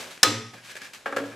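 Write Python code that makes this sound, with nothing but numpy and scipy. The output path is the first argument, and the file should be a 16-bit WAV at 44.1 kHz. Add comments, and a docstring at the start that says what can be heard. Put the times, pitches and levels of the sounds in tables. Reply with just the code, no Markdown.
"""A workshop, where a sanding belt is being fitted to a steel belt sander on a wooden bench.
The belt swishes through the air, then the tension arm snaps back: steel hits steel with a ringing clack,
the bench booms and the machine rocks on its feet. Gloves rustle on the belt in grainy strokes of friction,
and the stiff loop knocks down onto the rollers. A short room tail and still air lie behind it all."""
import sys
import numpy as np
from scipy import signal
from scipy.fft import rfft, irfft
from scipy.io import wavfile

SR = 44100
rng = np.random.default_rng(int(sys.argv[2]) if len(sys.argv) > 2 else 0)


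def generate_wav(sig):
    """Save sig (samples, or channels by samples) to the path in sys.argv[1] as 16-bit PCM at SR."""
    pcm = np.round(np.clip(np.atleast_2d(sig).T, -1, 1) * 32767).astype(np.int16)
    wavfile.write(sys.argv[1], SR, pcm)


N = 59535
T = np.arange(N) / SR
FREQS = np.maximum(np.fft.rfftfreq(2 * N, 1 / SR), 1)

# the arm hits its stop and rebounds: t/s, level/dB
ARM_HITS = [(0.231, 1), (0.2326, -1.5)]
CLACK_S = ARM_HITS[0][0]
# spectrum of the small parts clattering: f/Hz, level/dB
CLATTER_SPECTRUM = [(70, -50.5), (190, -11), (500, -5.5), (1800, -1), (2900, -2), (4300, -3), (5500, -0.5),
                    (8000, -7), (15000, -24)]
# spectrum of the belt's gritty face: f/Hz, level/dB
GRIT_SPECTRUM = [(100, -35), (600, -15), (1200, -6), (1650, -5.5), (2600, -4.5), (5000, -9), (8000, -12.5),
                 (13000, -21.5), (16000, -36)]


def arm_clack():
    """Steel hits steel. 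Returns the crack with its clatter of small parts, and the ring of stop and frame."""
    # damped resonances of the stop: f/Hz, level/dB, t60/s
    stop_modes = [(530, -15.5, 0.02), (1760, -7.5, 0.029), (3470, -21, 0.033), (5217, 2.5, 0.016),
                  (5880, -8, 0.023), (6266, -11, 0.022), (7520, -7.5, 0.014), (9890, -12.5, 0.028)]
    # long ring of the steel frame, whose lowest two modes beat: f/Hz, level/dB, t60/s
    frame_modes = [(1246, -21, 0.37), (1261, -20.5, 0.38), (1665, -31, 0.35), (3490, -31, 0.52),
                   (3551, -32, 0.35), (3995, -25.5, 0.36), (4080, -22, 0.25), (4486, -33, 0.38),
                   (4662, -34, 0.38), (5270, -34, 0.42), (5880, -37, 0.42), (10630, -34, 0.2)]
    force = sum(from_db(db) * click(s) for s, db in ARM_HITS)
    crack = sum(from_db(db - 4.5) * decay(s, t60=0.02) for s, db in ARM_HITS)
    clatter = from_db(-15.5) * decay(CLACK_S, t60=0.079)
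    steel = body(force, stop_modes) + body(click(CLACK_S), frame_modes)
    return noise(CLATTER_SPECTRUM, np.hypot(crack, clatter)), steel


def bench_boom():
    """After the blow the bench swells into a low, beating boom and the machine rocks on it."""
    # low modes of the bench: f/Hz, level/dB, t60/s
    bench_modes = [(108.4, -15.5, 0.44), (118.8, -27, 0.73)]
    # the machine rocks on its feet: t/s, level/dB, rattle t60/s
    rocks = [(0.266, -7, 0.091), (0.29, -12.5, 0.037), (0.316, -7, 0.055), (0.372, -14.5, 0.3)]
    # low resonances of the machine on the bench: f/Hz, level/dB, t60/s
    rattle_modes = [(230.4, -36.5, 0.52), (296, -24.5, 0.19), (436, -26.5, 0.21), (533.6, -32, 0.24)]
    start_s, rise_s = 0.26, 0.082
    swell = 1 - np.exp(-np.maximum(T - start_s, 0) / rise_s)
    rocking = sum(from_db(db) * (click(s) + chatter(s, t60)) for s, db, t60 in rocks)
    return swell * body(click(CLACK_S), bench_modes) + body(rocking, rattle_modes)


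def belt_knocks():
    """Each touch taps and scuffs the loop into resonance, with a rough flap and a scrape of grit."""
    # the belt lands on the rollers: t/s, level/dB, scuff t60/s, bass/dB, scrape/dB, contact low-pass/Hz
    knocks = [(1.0583, -2.5, 0.1, -7, -10.5, 4960), (1.0646, -9, 0.38, 2.5, -9, 4000),
              (1.125, -3, 0.04, -6, -11, 1700), (1.1632, -3.5, 0.089, 1.5, -2, 6000),
              (1.1679, -1.5, 0.059, 1, 0, 7000), (1.182, -6, 0.12, 4, -3, 2970),
              (1.201, -13, 0.16, 11, -5, 2000), (1.239, -17, 0.047, -0.5, -11, 2500)]
    # resonances of the loop on the machine: f/Hz, level/dB, t60/s
    belt_modes = [(111.7, -57, 1), (215, -40, 0.061), (285.3, -31.5, 0.25), (463.4, -27.5, 0.062),
                  (566.5, -30.5, 0.089), (802, -33, 0.062), (1110, -27, 0.021), (1341, -27, 0.049),
                  (1600, -26.5, 0.051), (1689, -22.5, 0.036), (2320, -29.5, 0.02)]
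    # spectrum of the cloth backing as it flaps: f/Hz, level/dB
    flap_spectrum = [(150, -27), (300, -15), (500, 6.5), (950, -5), (1450, 2), (2100, -7), (3200, -12),
                     (9000, -45)]
    bass_below_hz, flap_trim_db, scrape_trim_db = 620, -25.5, -30
    low_force, high_force, flap, scrape = 0, 0, 0, 0
    for s, db, t60, bass_db, scrape_db, contact_hz in knocks:
        force = from_db(db) * (click(s) + chatter(s, t60))
        force = signal.lfilter(*signal.butter(2, contact_hz, fs=SR), force)  # soft contacts are duller
        high_force = high_force + force
        low_force = low_force + from_db(bass_db) * force
        flap = np.hypot(flap, from_db(db + flap_trim_db) * decay(s, t60))
        scrape = np.hypot(scrape, from_db(db + scrape_db + scrape_trim_db) * decay(s, t60))
    low = body(low_force, [mode for mode in belt_modes if mode[0] < bass_below_hz])
    high = body(high_force, [mode for mode in belt_modes if mode[0] >= bass_below_hz])
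    return low + high + noise(flap_spectrum, flap) + noise(GRIT_SPECTRUM, scrape)


def rustles():
    """Belt and gloves rub: grainy strokes swell and fade, each with its share of cloth and loop hum."""
    # strokes: peak t/s, level/dB, rise/s, t60/s, cloth share/dB, hum share/dB
    strokes = [(.004, -36.5, 0.035, 0.49, -5.5, -11.5), (0.11, -41.5, 0.0066, 0.35, -29, -15),
               (.177, -47, 0.0014, 0.021, 0, 6.5), (0.539, -47.5, 0.0043, 0.17, 3, -2.5),
               (.585, -53, 0.017, 0.15, -18, 4), (0.65, -46.5, 0.015, 0.65, -30, -26),
               (0.713, -41.5, 0.032, 0.18, -12, -2), (0.754, -41, 0.0009, 0.059, -2.5, -1),
               (0.768, -39.5, 0.0037, 0.11, -12.5, 1.5), (.818, -42, 0.004, 0.1, -6.5, 1.5),
               (.855, -42.5, 0.042, 0.21, -12, -1), (0.935, -40, 0.0014, 0.24, -16, -8.5),
               (1.265, -48.5, 0.11, 0.55, 4, -7), (1.326, -55.5, 0.03, 0.51, 4, 7.5)]
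    # spectrum of dull cloth: f/Hz, level/dB
    cloth_spectrum = [(60, -15.5), (115, -2.5), (280, 0.5), (600, 2), (1200, -8.5), (3000, -14),
                      (12000, -43)]
    # the loop hums when rubbed: f/Hz, level/dB, t60/s
    hum_modes = [(1658, 2, 0.021), (2428, 0.5, 0.013)]
    grain_db, grain_s = 1.5, 0.0015
    grit, cloth, hum = 0, 0, 0
    for s, db, rise, t60, cloth_db, hum_db in strokes:
        swell = (T < s) * np.exp(-np.abs(T - s) / rise)
        stroke = from_db(db) * (swell + decay(s, t60))
        grit = np.hypot(grit, stroke)  # overlapping strokes add in power
        cloth = np.hypot(cloth, from_db(cloth_db) * stroke)
        hum = np.hypot(hum, from_db(hum_db) * stroke)
    grain_times = np.arange(0, N / SR, grain_s)
    flicker = np.interp(T, grain_times, rng.standard_normal(N)[:len(grain_times)])
    grain = unit_rms(from_db(grain_db * flicker))
    friction = noise(GRIT_SPECTRUM, grit * grain) + noise(cloth_spectrum, cloth)
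    return friction + hum * unit_rms(body(diffuse(), hum_modes))


def radiated_blow():
    """Summed over all directions, the clack reaches the walls as one bright impulse of unit energy."""
    blow = colour(click(CLACK_S), CLATTER_SPECTRUM)
    return blow / np.sqrt(np.sum(blow ** 2))


def workshop_reverb(send):
    """The walls return a diffuse tail, longest in the bass and shortest in the top treble."""
    # tone of the tail: f/Hz, level/dB
    room_colour = [(60, -1), (250, 1), (700, 0.5), (1500, -3.5), (4000, -7.5), (8000, -8.5), (15000, -0.5)]
    # length of the tail: f/Hz, t60/s
    room_t60 = [(100, 1), (500, 0.44), (2000, 0.53), (5000, 0.62), (8000, 0.45), (14000, 0.16)]
    predelay_s = 0.0058
    white, tail = rfft(diffuse(), 2 * N), 0
    centres = np.geomspace(60, 16000, 9)
    for hz, pick in zip(centres, np.eye(len(centres))):
        band_gain = np.interp(np.log(FREQS), np.log(centres), pick)
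        band = irfft(white * band_gain)[:, :N]
        tail = tail + band * decay(predelay_s, at_hz(room_t60, hz))
    tail = colour(tail / np.sqrt(np.sum(tail ** 2) / 2), room_colour)
    return signal.fftconvolve(send.mean(axis=0)[None], tail, axes=1)[:, :N]


def still_air():
    """A faint, steady bed of room tone."""
    # spectrum of the workshop's air: f/Hz, level/dB
    air_spectrum = [(25, 11), (60, -7), (120, 0.5), (800, -3), (4000, -5.5), (11000, -12.5), (16000, -47)]
    return from_db(-55) * noise(air_spectrum)


def from_db(db):
    """Decibels to gain."""
    return 10 ** (np.asarray(db) / 20)


def unit_rms(x):
    """Scale to unit rms."""
    return x / np.sqrt(np.mean(x ** 2) + 1e-20)


def at_hz(points, hz):
    """Read a table on a log-frequency axis."""
    f, value = np.transpose(points)
    return np.interp(np.log(hz), np.log(f), value)


def colour(x, points):
    """Minimum-phase EQ through points of f/Hz, level/dB."""
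    cepstrum = irfft(np.log(from_db(at_hz(points, FREQS))))
    cepstrum[1:N] *= 2
    cepstrum[N + 1:] = 0
    return irfft(rfft(x, 2 * N) * np.exp(rfft(cepstrum)))[..., :N]


def diffuse():
    """Near-white stereo noise, narrow in the bass and wider in the treble."""
    # stereo width: f/Hz, side level/dB
    width = [(100, -17), (400, -17.5), (1000, -7.5), (2200, -9.5), (5000, -9), (11000, -5)]
    mid, side = rng.standard_normal((2, N))
    return mid + colour(side, width) * np.array([[1], [-1]])


def noise(spectrum, level=1):
    """Stereo noise that follows an rms level and then passes through a spectrum."""
    white = diffuse()
    return colour(level * white, spectrum) / np.std(colour(white, spectrum))


def decay(start, t60):
    """An envelope with a hard attack that falls 60 dB in t60 seconds."""
    return (T >= start) * from_db(-60 * np.maximum(T - start, 0) / t60)


def click(start):
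    """A unit impulse."""
    return 1.0 * (np.arange(N) == int(start * SR))


def chatter(start, t60):
    """A dying run of tiny random contacts, with the energy of a unit click."""
    fade = decay(start, t60)
    return fade * rng.standard_normal(N) / np.sqrt(np.sum(fade ** 2))


def ring(force, hz, t60):
    """One mode rings as a damped sine; little is radiated below half its pitch."""
    radius = np.exp(-np.log(1000) / (t60 * SR))
    angle = 2 * np.pi * hz / SR
    swing = signal.lfilter([0, np.sin(angle)], [1, -2 * radius * np.cos(angle), radius ** 2], force + 1e-18)
    return signal.lfilter(*signal.butter(2, hz / 2, "high", fs=SR), swing)


def body(force, modes):
    """A resonant body: parallel modes of alternating sign."""
    return sum((-1) ** k * from_db(db) * ring(force, hz, t60) for k, (hz, db, t60) in enumerate(modes))


def scene():
    """The handling sounds, each with its send to the room (the bench stays dry), over still air."""
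    clack, steel = arm_clack()
    knocks, rubs = belt_knocks(), rustles()
    send = from_db(15) * radiated_blow() + from_db(-10) * steel
    send = send + from_db(-8.5) * knocks + from_db(-8) * rubs
    return clack + steel + bench_boom() + knocks + rubs + workshop_reverb(send) + still_air()


def record(dry):
    """Slightly unequal microphones with a treble notch; the clack overloads; bass and top are cut."""
    # microphone balance: f/Hz, left minus right/dB
    balance = [(900, -0.21), (2000, 0.78)]
    notch_hz, clip_level, low_cut_hz, high_cut_hz = 9080, 0.73, 65, 16960
    left = colour(dry[0], [(hz, db / 2) for hz, db in balance])
    right = colour(dry[1], [(hz, -db / 2) for hz, db in balance])
    x = signal.lfilter(*signal.iirnotch(notch_hz, Q=18, fs=SR), np.array([left, right]))
    x = clip_level * np.tanh(x / clip_level)
    x = signal.sosfilt(signal.butter(2, low_cut_hz, "high", fs=SR, output="sos"), x)
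    return signal.sosfilt(signal.cheby2(12, 70, high_cut_hz, fs=SR, output="sos"), x)


dry = scene()
out = record(dry)
generate_wav(out)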